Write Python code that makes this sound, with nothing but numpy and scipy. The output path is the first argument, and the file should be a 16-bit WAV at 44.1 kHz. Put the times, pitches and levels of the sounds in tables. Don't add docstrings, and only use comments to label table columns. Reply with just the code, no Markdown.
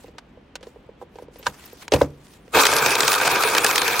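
import sys
import numpy as np
from scipy import signal
from scipy.fft import rfft, irfft
from scipy.io import wavfile
from scipy.ndimage import uniform_filter1d

SR = 44100
rng = np.random.default_rng(int(sys.argv[2]) if len(sys.argv) > 2 else 0)


def gain_from_db(level_db):
    decades = np.asarray(level_db, float) / 20
    return 10 ** decades


def store_pcm(level_fs):
    pcm = np.round(np.clip(level_fs, -1, 1) * 32767).astype(np.int16)
    wavfile.write(sys.argv[1], SR, np.atleast_2d(pcm).T)


N = 176400

# (pitch [Hz], level [dB], decay time t60 [s])
TABLE_MODES = [(79.6, -7, 0.28), (115, 1.5, 0.14), (144.5, 1, 0.48), (201, -7, 0.03), (275, 13.5, 0.028)]
# (time [s], gear rattle level [dB], card scrape level [dB])
MOTOR_DRIVE = [(2.52, -70, -50), (2.538, -25, -30), (2.548, -15, -20.5), (2.568, -11, -20.5),
               (2.61, -16, -18.5), (2.63, -22, -21), (2.8, -21.5, -26), (2.86, -19, -22.5),
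               (2.98, -22, -26), (3.12, -24.5, -21), (3.18, -25, -25), (3.26, -21, -21.5), (3.34, -23, -26),
               (3.45, -24, -23), (3.56, -23.5, -23.5), (3.62, -25, -27), (3.68, -24, -23.5),
               (3.85, -27, -25.5), (4., -26.5, -24.5)]
GEAR_DAMPING = 0.47


def curve(table, column=1):
    rows = np.array(table, float)
    return np.interp(np.arange(N) / SR, rows[:, 0], rows[:, column])


def gain(table, size):
    rows = np.array(table, float)
    hz = np.arange(size // 2 + 1) * SR / size
    return gain_from_db(np.interp(np.log(hz + 1), np.log(rows[:, 0]), rows[:, 1]))


def unit(x):
    return x / np.sqrt(np.mean(x ** 2))


def walk(rate):
    k = int(SR / rate)
    return unit(uniform_filter1d(uniform_filter1d(rng.standard_normal(N), k), k))


def hiss(colour):
    # (pitch [Hz], side level above mid [dB])
    side_levels = [(50, -21), (250, -20), (500, -4), (2000, -6.5), (4000, -2.5), (12000, -5.5)]
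    mid = rfft(rng.standard_normal(N)) * gain(colour, N)
    side = rfft(rng.standard_normal(N)) * gain(colour, N) * gain(side_levels, N)
    return unit(np.array([irfft(mid + side, N), irfft(mid - side, N)]))


def patchy(x, db, rate):
    edges = [20, 700, 1500, 3000, 4500, 6500, 8500, 11000, 13500, 19000]
    spectrum = rfft(x)
    hz = np.arange(N // 2 + 1) * SR / N
    out = np.zeros_like(x)
    for lo, hi in zip(edges, edges[1:]):
        patch = irfft(spectrum * (hz >= lo) * (hz < hi), N)
        out += patch * gain_from_db(db * walk(rate))
    return out


def band(x, lo_hz, hi_hz):
    return signal.sosfilt(signal.butter(2, [lo_hz, hi_hz], "band", fs=SR, output="sos"), x)


def wide(row, share=0.36):
    return row + share * row[::-1] * np.array([[1], [-1]])


def burst(rise, fall, size=4096):
    t = np.arange(size) / SR
    swell = np.sin(np.pi / 2 * np.minimum(t / max(rise, 1e-4), 1)) ** 2
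    return swell * np.exp(-np.maximum(t - rise, 0) / max(fall, 1e-4))


def add(out, s, x, db):
    i = int(s * SR)
    x = x[..., :N - i]
    out[:, i:i + x.shape[-1]] += x * gain_from_db(db) / np.abs(x).max()


def ring(x, hz, t60):
    pole = np.exp(2j * np.pi * hz / SR - np.log(1000) / (t60 * SR))
    return signal.lfilter([1], [1, -pole], x).imag


def table_top(x, damping=1):
    return sum(gain_from_db(db) * ring(x, hz, t60 * damping) for hz, db, t60 in TABLE_MODES)


def housing(x, centre_hz, octaves, damping, tune=0.97):
    # (pitch [Hz], level [dB], decay time t60 [s], left above right [dB])
    modes = [(428, -16, 0.013, -1), (502, 7.5, 0.072, -5.5), (566, 11.5, 0.033, 3.5),
             (822, 10.5, 0.024, -5.5), (998, 14, 0.042, -3), (1270, 17, 0.016, 1.5), (1597, 17.5, 0.03, 1),
             (2250, 9.5, 0.018, -1), (2394, 16, 0.03, 1.5), (2550, 11.5, 0.051, 1.5), (3200, 10, 0.022, -4),
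             (3470, 11, 0.014, 20), (4800, 4, 0.0077, -13)]
    out = 0
    for hz, db, t60, pan in modes:
        favour = np.exp(-.5 * (np.log2(hz / centre_hz) / octaves) ** 2)
        sides = gain_from_db(np.array([[pan], [-pan]]) / 2)
        out = out + gain_from_db(db) * favour * ring(x, hz * tune, t60 * damping) * sides
    return band(out, 348, 10000)


def room():
    # (pitch [Hz], level per Hz [dB])
    colour = [(25, 9.5), (55, 7.5), (90, -1.5), (269, -1), (451, -7.5), (648, -12), (756, -12),
              (1270, -17.5), (3050, -23), (5000, -36), (8000, -47), (12000, -74), (16000, -90)]
    return hiss(colour) * gain_from_db(-47.5 + 0.21 * walk(9.3))


def hand_slide():
    # (time [s], level before flicker and wander [dB])
    levels = [(0., -53), (.09, -64.5), (.13, -75), (.6, -82), (.68, -60), (.76, -72), (.97, -82),
              (1.02, -55.5), (1.07, -83), (1.15, -63.5), (1.23, -58.5), (1.28, -93), (1.34, -56),
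              (1.43, -60), (1.47, -36.5), (1.52, -53.5), (1.65, -48), (1.78, -54.5), (1.83, -44),
              (1.9, -75), (1.94, -24), (1.98, -46), (2.02, -34), (2.07, -59.5), (2.17, -65.5), (2.26, -54),
              (2.34, -53), (2.42, -66.5), (2.5, -61)]
    # (pitch [Hz], level per Hz [dB])
    colour = [(400, -8), (800, 8), (2200, 5.5), (4000, 2.5), (8000, 0.5), (15000, -6.5)]
    friction = patchy(hiss(colour), 2.2, 46)
    slide = friction * gain_from_db(curve(levels) + 2 * walk(240))
    return slide * (np.arange(N) < MOTOR_DRIVE[1][0] * SR)


def echo(near):
    level_db, t60_s, dull_hz = -27, .3, 330
    t = np.arange(SR // 2) / SR
    tail = band(wide(rng.standard_normal(len(t)), 0.14), 83, dull_hz)
    tail = tail * gain_from_db(-60 * t / t60_s) * (t > .006)
    tail = tail / np.sqrt(np.sum(tail ** 2) / 2)
    return gain_from_db(level_db) * signal.fftconvolve(near, tail, axes=1)[:, :N]


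def taps():
    # (time [s], ring peak [dB], crack above ring [dB], loudest pitch [Hz], contact [s])
    contacts = [(0.15, -41, -20, 480, 0.004), (0.043, -32.5, -10, 520, 0.0032),
                (0.081, -37, -8, 480, 0.0059), (0.183, -35.5, 8.5, 1050, 0.0039),
                (0.373, -36, -28, 443, 0.0046), (0.555, -24.5, 2.5, 800, 0.0039),
                (0.609, -40.5, -2, 498, 0.0053), (0.628, -34.5, 2, 560, 0.0079),
                (0.669, -30, -8, 447, 0.0042), (0.759, -35, -24, 460, 0.0051),
                (0.89, -31.5, -32, 520, 0.0038), (1.015, -27.5, -32, 690, 0.0032),
                (1.024, -27.5, -23, 537, 0.005), (1.156, -30.5, -12, 503, 0.0047),
                (1.186, -28.5, -12.5, 690, 0.0035), (1.198, -35.5, -14, 475, 0.0032),
                (1.223, -29, -20, 482, 0.0026), (1.284, -32.5, -21, 436, 0.0016),
                (1.358, -34.5, -6, 520, 0.0036), (1.391, -37.5, -9, 555, 0.012),
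                (1.427, -41.5, 9, 462, 0.0091), (1.459, -23.5, -3, 1190, 0.01),
                (1.467, -8, -3, 926, 0.0037), (1.641, -44.5, 7, 433, 0.002), (1.73, -33, -17, 453, 0.0039),
                (1.881, -26.5, 9.5, 835, 0.0019), (1.92, -6, -1.5, 450, 0.0054),
                (1.937, -2.5, -3.5, 480, 0.0041), (1.944, -9, -21, 465, 0.0029),
                (1.961, -16, -4, 467, 0.0032), (2.013, -8.5, -46, 1080, 0.0019),
                (2.016, 1, -14.5, 426, 0.00349), (2.059, -44, -10, 420, 0.0045),
                (2.269, -47, 5, 450, 0.0024), (2.48, -40, -2.5, 516, 0.0023)]
    out = np.zeros((2, N))
    for s, db, crack_db, hz, contact in contacts:
        row = rng.standard_normal(4096)
        rub = row * burst(1.2 * contact, contact)
        blow = 1.5 * np.roll(burst(0.00031, 0.00011), int(contact * SR / 2))
        body = housing(rub + blow, hz, 0.86, damping=.6)
        add(out, s - .002, band(body, hz / 1.64, hz * 1.49), db)
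        crack = wide(row) * burst(0.29 * contact, 1.27 * contact)
        crack = band(crack, 700, 4830) + 0.043 * band(crack, 3700, 17400)
        add(out, s - .001, crack, db + crack_db)
    return out


def thumps():
    # (time [s], table ring peak [dB])
    blows = [(1.219, -41.5), (1.47, -34), (1.92, -22), (1.939, -14.5), (2.015, -19.5)]
    out = np.zeros((2, N))
    size = 16384
    push = burst(0.00865, 0.0015, size)
    for s, db in blows:
        shudder = wide(rng.standard_normal(size), 0.15) * burst(0.0096, 0.019, size)
        add(out, s, band(table_top(push + 0.69 * shudder), 79, 1100), db)
        add(out, s, band(shudder, 84, 700), db + 4.5)
    return out


def squeaks():
    # (time [s], peak [dB], pitch [Hz], length [s])
    rubs = [(1.385, -38, 13700, 0.02), (1.654, -34, 14800, 0.006), (1.728, -39, 14000, 0.006),
            (1.466, -29, 6870, 0.016)]
    out = np.zeros((2, N))
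    for s, db, hz, length in rubs:
        rub = wide(rng.standard_normal(4096)) * burst(0.0027, length / 2)
        add(out, s, band(rub, .985 * hz, 1.015 * hz), db)
    return out


def gear_teeth():
    per_s, scatter_db = 2600, 4.5
    clicks = rng.random(N) < per_s / SR
    strength = gain_from_db(scatter_db * np.clip(rng.standard_normal(N), -2, 2))
    return clicks * strength * np.sign(rng.standard_normal(N))


def gear_rattle(teeth):
    rattle = unit(housing(teeth, 950, 1.35, GEAR_DAMPING))
    return rattle * gain_from_db(curve(MOTOR_DRIVE) + 1.1 * walk(70))


def wheel_scrape():
    # (pitch [Hz], level per Hz [dB])
    colour = [(244, -40), (458, 1.5), (636, -22), (1220, 4.5), (2000, -8.5), (2500, 0), (2950, -14),
              (3670, -7.5), (16000, -16.5)]
    friction = patchy(hiss(colour), 3.2, 47)
    return friction * gain_from_db(curve(MOTOR_DRIVE, column=2) + 1.94 * walk(150))


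def table_rumble(teeth):
    rumble = unit(band(table_top(teeth, GEAR_DAMPING / 2), 74, 830))
    return rumble * gain_from_db(curve(MOTOR_DRIVE) - 20.5)


def motor():
    teeth = gear_teeth()
    running = np.arange(N) > MOTOR_DRIVE[0][0] * SR
    return (gear_rattle(teeth) + wheel_scrape() + table_rumble(teeth)) * running


def cards():
    # (time [s], snap peak [dB], housing ring above snap [dB])
    flicks = [(2.5863, -15, 6), (2.615, -7, -30), (2.6346, -4.5, 0.5), (2.6535, 1, -8.5), (2.6671, -1, -13),
              (2.7166, -7, -7), (2.726, -16, 10.5), (2.7355, -9, -11), (2.765, -2.5, -18),
              (2.784, -8.5, -32), (2.8454, -29, 5), (2.8613, -1, -8), (2.9061, -6.5, -28),
              (2.9535, -4.5, -11), (3.0054, 1.5, -34), (3.0322, -7, -3), (3.0792, 0.5, -8),
              (3.1175, -4, -5.5), (3.1303, -4.5, -4), (3.1396, -7.5, 0.5), (3.15, -10.5, -4),
              (3.1988, -19, 9.5), (3.2131, -11, 3.5), (3.2509, -13, 4), (3.276, -7.5, 2.5),
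              (3.3586, -10.5, -2), (3.425, -12.5, -6), (3.4354, -6.5, 3), (3.4733, -15.5, 6),
              (3.5496, -7.5, 2), (3.5662, -12.5, 4.5), (3.582, -2, -34), (3.645, -3, -2.5),
              (3.664, -5.5, -13), (3.668, -11, -7), (3.689, -15.5, 7), (3.711, -6.5, -11),
              (3.7579, -3.5, -38), (3.78, -3, -39), (3.8173, -2.5, -6.5), (3.8792, -7, -4),
              (3.9403, -21, 6), (3.9944, -4.5, -14)]
    rise_s, fall_s, grit_db = .003, 0.0024, 4
    octaves = 1.22
    out = np.zeros((2, N))
    for s, db, ring_db in flicks:
        row = rng.standard_normal(4096)
        grit = gain_from_db(grit_db * np.abs(np.roll(row, 99)))
        slip = wide(row * grit) * burst(rise_s, fall_s)
        hz = 3330 * 2 ** (0.31 * row[-2])
        snap = band(slip, hz / 2 ** octaves, min(hz * 2 ** octaves, 19000))
        add(out, s - .6 * rise_s, snap + 0.27 * band(slip, 960, 19000), db)
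        tune = 1 + .03 * row[-1]
        add(out, s, housing(slip.sum(axis=0), 1600, 0.5, 0.47, tune), db + ring_db)
    return out


def scene():
    near = hand_slide() + taps() + thumps() + squeaks() + motor() + cards()
    return near + echo(near) + room()


def roll_off(x):
    return signal.sosfilt(signal.butter(12, 16680, fs=SR, output="sos"), x)


def record(dry):
    heard = band(band(dry, 45, 19000), 45, 19000)
    rounded = np.tanh(1.118 * heard)
    low_pass = signal.ellip(8, .2, 50, 15800, fs=SR, output="sos")
    mix = signal.sosfilt(low_pass, rounded) / 1.124
    return roll_off(mix)


dry = scene()
out = record(dry)
store_pcm(out)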